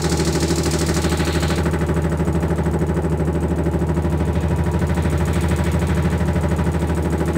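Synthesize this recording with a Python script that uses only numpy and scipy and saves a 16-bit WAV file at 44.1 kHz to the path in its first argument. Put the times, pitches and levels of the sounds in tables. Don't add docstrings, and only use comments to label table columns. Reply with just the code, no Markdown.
import sys
import numpy as np
from scipy import signal
from scipy.fft import rfft, irfft, next_fast_len
from scipy.io import wavfile
from scipy.ndimage import uniform_filter1d

SR = 44100
rng = np.random.default_rng(int(sys.argv[2]) if len(sys.argv) > 2 else 0)


def to_wav(s):
    ch = np.atleast_2d(s).T
    pcm = np.round(np.clip(ch, -1, 1) * 32767)
    wavfile.write(sys.argv[1], SR, pcm.astype(np.int16))


N = 325045
TIME = np.arange(N) / SR
CRANK_HZ = 77.9 / 6

# crank angle/degrees, level/dB, decay/s
PORT_GUSHES = [(75.4, 5, 0.0071), (178, 10.5, 0.016)]


def from_db(db):
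    return 10 ** (np.asarray(db) / 20)


def rms_one(x):
    return x / np.sqrt(np.mean(x ** 2) + 1e-20)


def levelled(x):
    power = uniform_filter1d(x ** 2, size=round(6 * SR / CRANK_HZ))
    return x / np.sqrt(power + 1e-12)


def in_time(rows):
    s, value = np.transpose(rows)
    return np.interp(TIME, s, value)


def drift(rate_hz):
    knots = rng.standard_normal(int(N / SR * rate_hz) + 3)
    return rms_one(np.interp(TIME * rate_hz, np.arange(len(knots)), knots))


def coloured(x, points):
    size = next_fast_len(N + 4096)
    hz = np.fft.rfftfreq(size, 1 / SR) + 1e-3
    at, db = np.transpose(points)
    octaves_below = np.maximum(np.log2(at[0] / hz), 0)
    octaves_above = np.maximum(np.log2(hz / at[-1]), 0)
    gain_db = np.interp(np.log(hz), np.log(at), db) - 110 * (octaves_below + octaves_above)
    return rms_one(irfft(rfft(x, size) * from_db(gain_db), size)[:N])


def ringing(x, modes):
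    out = 0
    for hz, width, db in modes:
        r = np.exp(-np.pi * width / SR)
        poles = [1, -2 * r * np.cos(2 * np.pi * hz / SR), r * r]
        out = out + from_db(db) * rms_one(signal.lfilter([1, 0, -1], poles, x))
    return out


def strokes(turns, contacts, rise_s, tail_db, tail_s, uneven_db, alike):
    power = 0
    for angle, db, decay_s in contacts:
        lap, part = np.divmod(turns - angle / 360 + 2, 1)
        age = part / CRANK_HZ
        force = from_db(db + uneven_db * rng.standard_normal(128))[lap.astype(int)]
        attack = np.minimum(age / rise_s, 1)
        tail = np.exp(-2 * age / tail_s) * attack + np.exp(-2 * (age + 1 / CRANK_HZ) / tail_s)
        burst = attack * np.exp(-2 * age / decay_s)
        power = power + force ** 2 * (burst + from_db(2 * tail_db) * tail)
    size = round(SR / CRANK_HZ)
    repeated = rng.standard_normal(size)[(turns * size).astype(int) % size]
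    fresh = rng.standard_normal(N)
    return np.sqrt(power) * (np.sqrt(alike) * repeated + np.sqrt(1 - alike) * fresh)


def impacts(turns, contacts, colour, rise_s, tail_db, tail_s, alike):
    sound, force = 0, 0
    for angle, db, decay_s, hz, width, ring_db in contacts:
        burst = strokes(turns, [(angle, 0, decay_s)], rise_s, tail_db, tail_s, uneven_db=.5, alike=alike)
        sound = sound + from_db(db) * (coloured(burst, colour) + ringing(burst, [(hz, width, ring_db)]))
        force = force + from_db(db) * burst
    return rms_one(sound), force


def intake(turns):
    # crank angle/degrees, level/dB, decay/s
    sucks = [(73.5, 2.5, 0.011), (139, -10, 0.004), (190, 5.5, 0.01)]
    # f/Hz, level/dB per Hz
    bright_hiss = [(3200, -12), (4300, 2), (5200, 2.5), (6200, -1), (7000, 2), (8300, -0.5), (9200, -9),
                   (11500, -19)]
    dull_hiss = [(2000, -0.5), (2600, -2), (3400, -1.5), (4200, 3), (4700, -8.5), (5300, -27), (7000, -22)]
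    off_axis = np.clip((TIME - 0.96) / 0.13, 0, 1)
    beam = from_db(-150 * np.clip(TIME - 1.556, 0, 1))
    bright_db = np.interp(off_axis, [0, 1], [-31.5, -39])
    dull_db = np.interp(off_axis, [0, 1], [-40, -33.5])
    drawn = strokes(turns, sucks, rise_s=0.0018, tail_db=-9.0, tail_s=0.05, uneven_db=0.5, alike=0.043)
    spill = strokes(turns, PORT_GUSHES, rise_s=0.0034, tail_db=-5.5, tail_s=0.14, uneven_db=1.3, alike=0.08)
    bright = from_db(bright_db) * coloured(drawn, bright_hiss)
    dull = from_db(dull_db) * coloured(spill, dull_hiss)
    return beam * (bright + dull)


def pulsation(turns, station, drone_db, waver_db, scatter):
    # crank angle/degrees, level/dB
    puffs = [(186, 4.5), (239, 11), (289, 10.5)]
    # f/Hz, width/Hz
    cavities = [(79, 2.4), (140, 29), (367, 16), (602, 16), (842, 6.2)]
    # f/Hz, width/Hz, level by the crankcase/dB, gain per station/dB
    standing_waves = [(78.5, 6.2, -23.5, 0), (90.6, 16, -34.5, 6.5), (137.3, 14.5, -40, 12.5),
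                      (161.9, 20.8, -24.5, -2.5), (182.2, 24.5, -32.5, 2.1), (283.5, 126, -41, -3),
                      (338, 8.6, -34.5, -8.5), (351, 12, -33.5, 0.5), (377.8, 42, -35.5, -5.5),
                      (431, 24, -40.5, 2.5), (485, 21.5, -42, -.7), (589, 41, -40.5, 1),
                      (836, 56, -44.5, -2.5), (955, 30, -47.5, 3)]
    angle, puff_db = np.transpose(puffs)
    wave_hz, wave_width, wave_db, wave_slope = np.transpose(standing_waves)
    stations = np.arange(3)
    boom, drone = np.zeros(N), np.zeros(N)
    for order in range(4, 78):
        hz = order * CRANK_HZ
        response = np.sum(from_db(puff_db) * np.exp(-1j * order * np.radians(angle)))
        for centre, width in cavities:
            off_tune = centre ** 2 - hz ** 2
            response *= (off_tune + 1j * hz * centre) / (off_tune + 1j * hz * width)
        nearness = 1 + (2 * (hz - wave_hz) / wave_width) ** 2
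        shares = from_db(wave_db + np.outer(stations - 1, wave_slope)) / nearness
        heard_db = 10 * np.log10(np.sum(shares ** 2, axis=1))
        shortness = np.sqrt(hz / 500)
        level = from_db(np.interp(station, stations, heard_db) + waver_db * shortness * drift(2.527))
        phase = np.angle(response) + scatter * shortness * drift(1.94)
        layer = boom if hz < 220 else drone
        layer += level * np.cos(2 * np.pi * order * turns + phase)
    boom_db = -20.5 + 1.35 * (station - 1)
    return from_db(boom_db) * levelled(boom) + from_db(drone_db) * levelled(drone)


def crank_gear(turns, station, blunt_s, drone_db):
    knocks = [(174.8, 4, 0.013, 1870, 150, -5.5), (225, -2.5, 0.012, 1980, 130, -3),
              (287.3, -2.5, 0.015, 1340, 77, -3.5)]
    # t/s, level/dB
    knock_level = [(0, -33.5), (.45, -37.5), (1.2, -32), (1.5, -32.5), (2, -37), (3.5, -42.5), (4.3, -39.5),
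                   (5.4, -34), (6.6, -35), (7, -39), (7.37, -36.5)]
    # f/Hz, level/dB per Hz
    knock_colour = [(900, -9), (1150, 2), (1500, 5), (1680, 4), (1950, 0.5), (2200, -6.5), (2500, -53),
                    (3200, -36)]
    clatter_colour = [(300, 13.5), (450, -3), (620, 9), (730, -17.5), (850, 6), (1000, -10), (1300, -5.5)]
    # f/Hz, width/Hz, level/dB
    casting_modes = [(1137, 45, -3.5), (1273, 51, -14), (1511, 19, -3)]
    panel_modes = [(580, 38, 2.5), (807.4, 31, 3)]
    side_modes = [(960, 14, -42)]
    knock_db = in_time(knock_level)
    knock, blows = impacts(turns, knocks, knock_colour, rise_s=blunt_s, tail_db=-14.0, tail_s=0.063, alike=0.73)
    castings = from_db(-6.5) * ringing(blows, casting_modes)
    knock = from_db(knock_db) * rms_one(knock + castings)
    clatter = from_db(drone_db - 13.0) * coloured(blows, clatter_colour)
    panels = from_db(knock_db - 9.0) * ringing(blows, panel_modes)
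    side = np.interp(station, [1, 1.3], [.25, 1]) * ringing(blows, side_modes)
    return knock + clatter + panels + side


def port_air(turns, by_panel, blunt_s, valve_db):
    # f/Hz, level/dB per Hz
    air_colour = [(1700, 2), (2400, 4.5), (2900, -4), (3500, -0.5), (4200, -5.5), (5200, -16), (7000, -16)]
    gushes = strokes(turns, PORT_GUSHES, rise_s=blunt_s, tail_db=-3.5, tail_s=0.2, uneven_db=3.0, alike=0.029)
    return from_db(valve_db - 4 + 6.5 * by_panel) * coloured(gushes, air_colour)


def reed_valves(turns, by_panel, valve_db):
    closings = [(71.8, 13, 1, 0.0093, 6840, 73, -8), (135, 7.5, 1.5, 0.0039, 8420, 600, -1),
                (197, 11.5, -3.5, 0.0054, 8000, 60, -4)]
    # f/Hz, level/dB per Hz
    valve_colour = [(3200, -9), (4600, -5), (5700, -5), (7000, -1), (8400, 1), (9300, -1), (11200, -7),
                    (13000, -11), (15500, -6.5)]
    reeds = [(angle, db + panel_db * by_panel, *ring) for angle, db, panel_db, *ring in closings]
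    ticks, _ = impacts(turns, reeds, valve_colour, rise_s=0.0018, tail_db=-16, tail_s=0.031, alike=0.22)
    return from_db(valve_db) * ticks


def stirred_air(valve_db):
    # f/Hz, level/dB per Hz
    rumble_colour = [(20, -20), (45, -16), (80, -5.5), (170, -2), (260, -7), (380, -7.5), (520, -11),
                     (720, -16), (900, -15.5), (1200, -26), (3000, -37)]
    fan_colour = [(1500, -20), (3000, -1), (5500, -16), (8000, -15), (12500, -10), (15500, -12)]
    rumble = from_db(-27.5) * coloured(rng.standard_normal(N), rumble_colour)
    fan = from_db(valve_db - 12.0) * coloured(rng.standard_normal(N), fan_colour)
    return rumble + fan


def whistle():
    swells = [(4.47, .3, -54), (5.4, .25, -58)]
    level = sum(from_db(db) * np.exp(-((TIME - s) / half_s) ** 2) for s, half_s, db in swells)
    return level * np.sqrt(2) * np.sin(2 * np.pi * 2519 * TIME + drift(25))


def scene():
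    # t/s, station (0 by the intake, 1 by the crankcase, 2 by the side panel)
    walk = [(0, 0.51), (.5, 0), (1.5, 1), (3.7, 0.91), (4.6, 2.15), (6.3, 2.15), (6.95, 1.23), (7.37, 0.34)]
    # t/s, level/dB
    heads_level = [(0, -39.5), (.8, -35.5), (1.5, -39.5), (1.8, -46), (3.3, -49.5), (4.4, -48.5),
                   (5.05, -44.5), (5.4, -40), (6.3, -47), (7.37, -44)]
    station = in_time(walk)
    valve_db = in_time(heads_level)
    by_panel = np.clip(station - 1, 0, 1)
    drone_db = -26 - 2.5 * (station - 1)
    path_m = .8 * np.exp(-TIME / .85)
    turns = CRANK_HZ * (TIME - path_m / 343)
    blunt_s = np.interp(by_panel, [0, 1], [.002, .008])
    puffing = pulsation(turns, station, drone_db, waver_db=1.5, scatter=.2)
    gear = crank_gear(turns, station, blunt_s, drone_db)
    air = port_air(turns, by_panel, blunt_s, valve_db)
    valves = reed_valves(turns, by_panel, valve_db)
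    mix = intake(turns) + gear + air + valves + stirred_air(valve_db) + whistle() - puffing
    return mix[None]


def record(dry):
    return signal.sosfilt(signal.ellip(12, .2, 80, 15700, fs=SR, output="sos"), dry)


dry = scene()
out = record(dry)
to_wav(out)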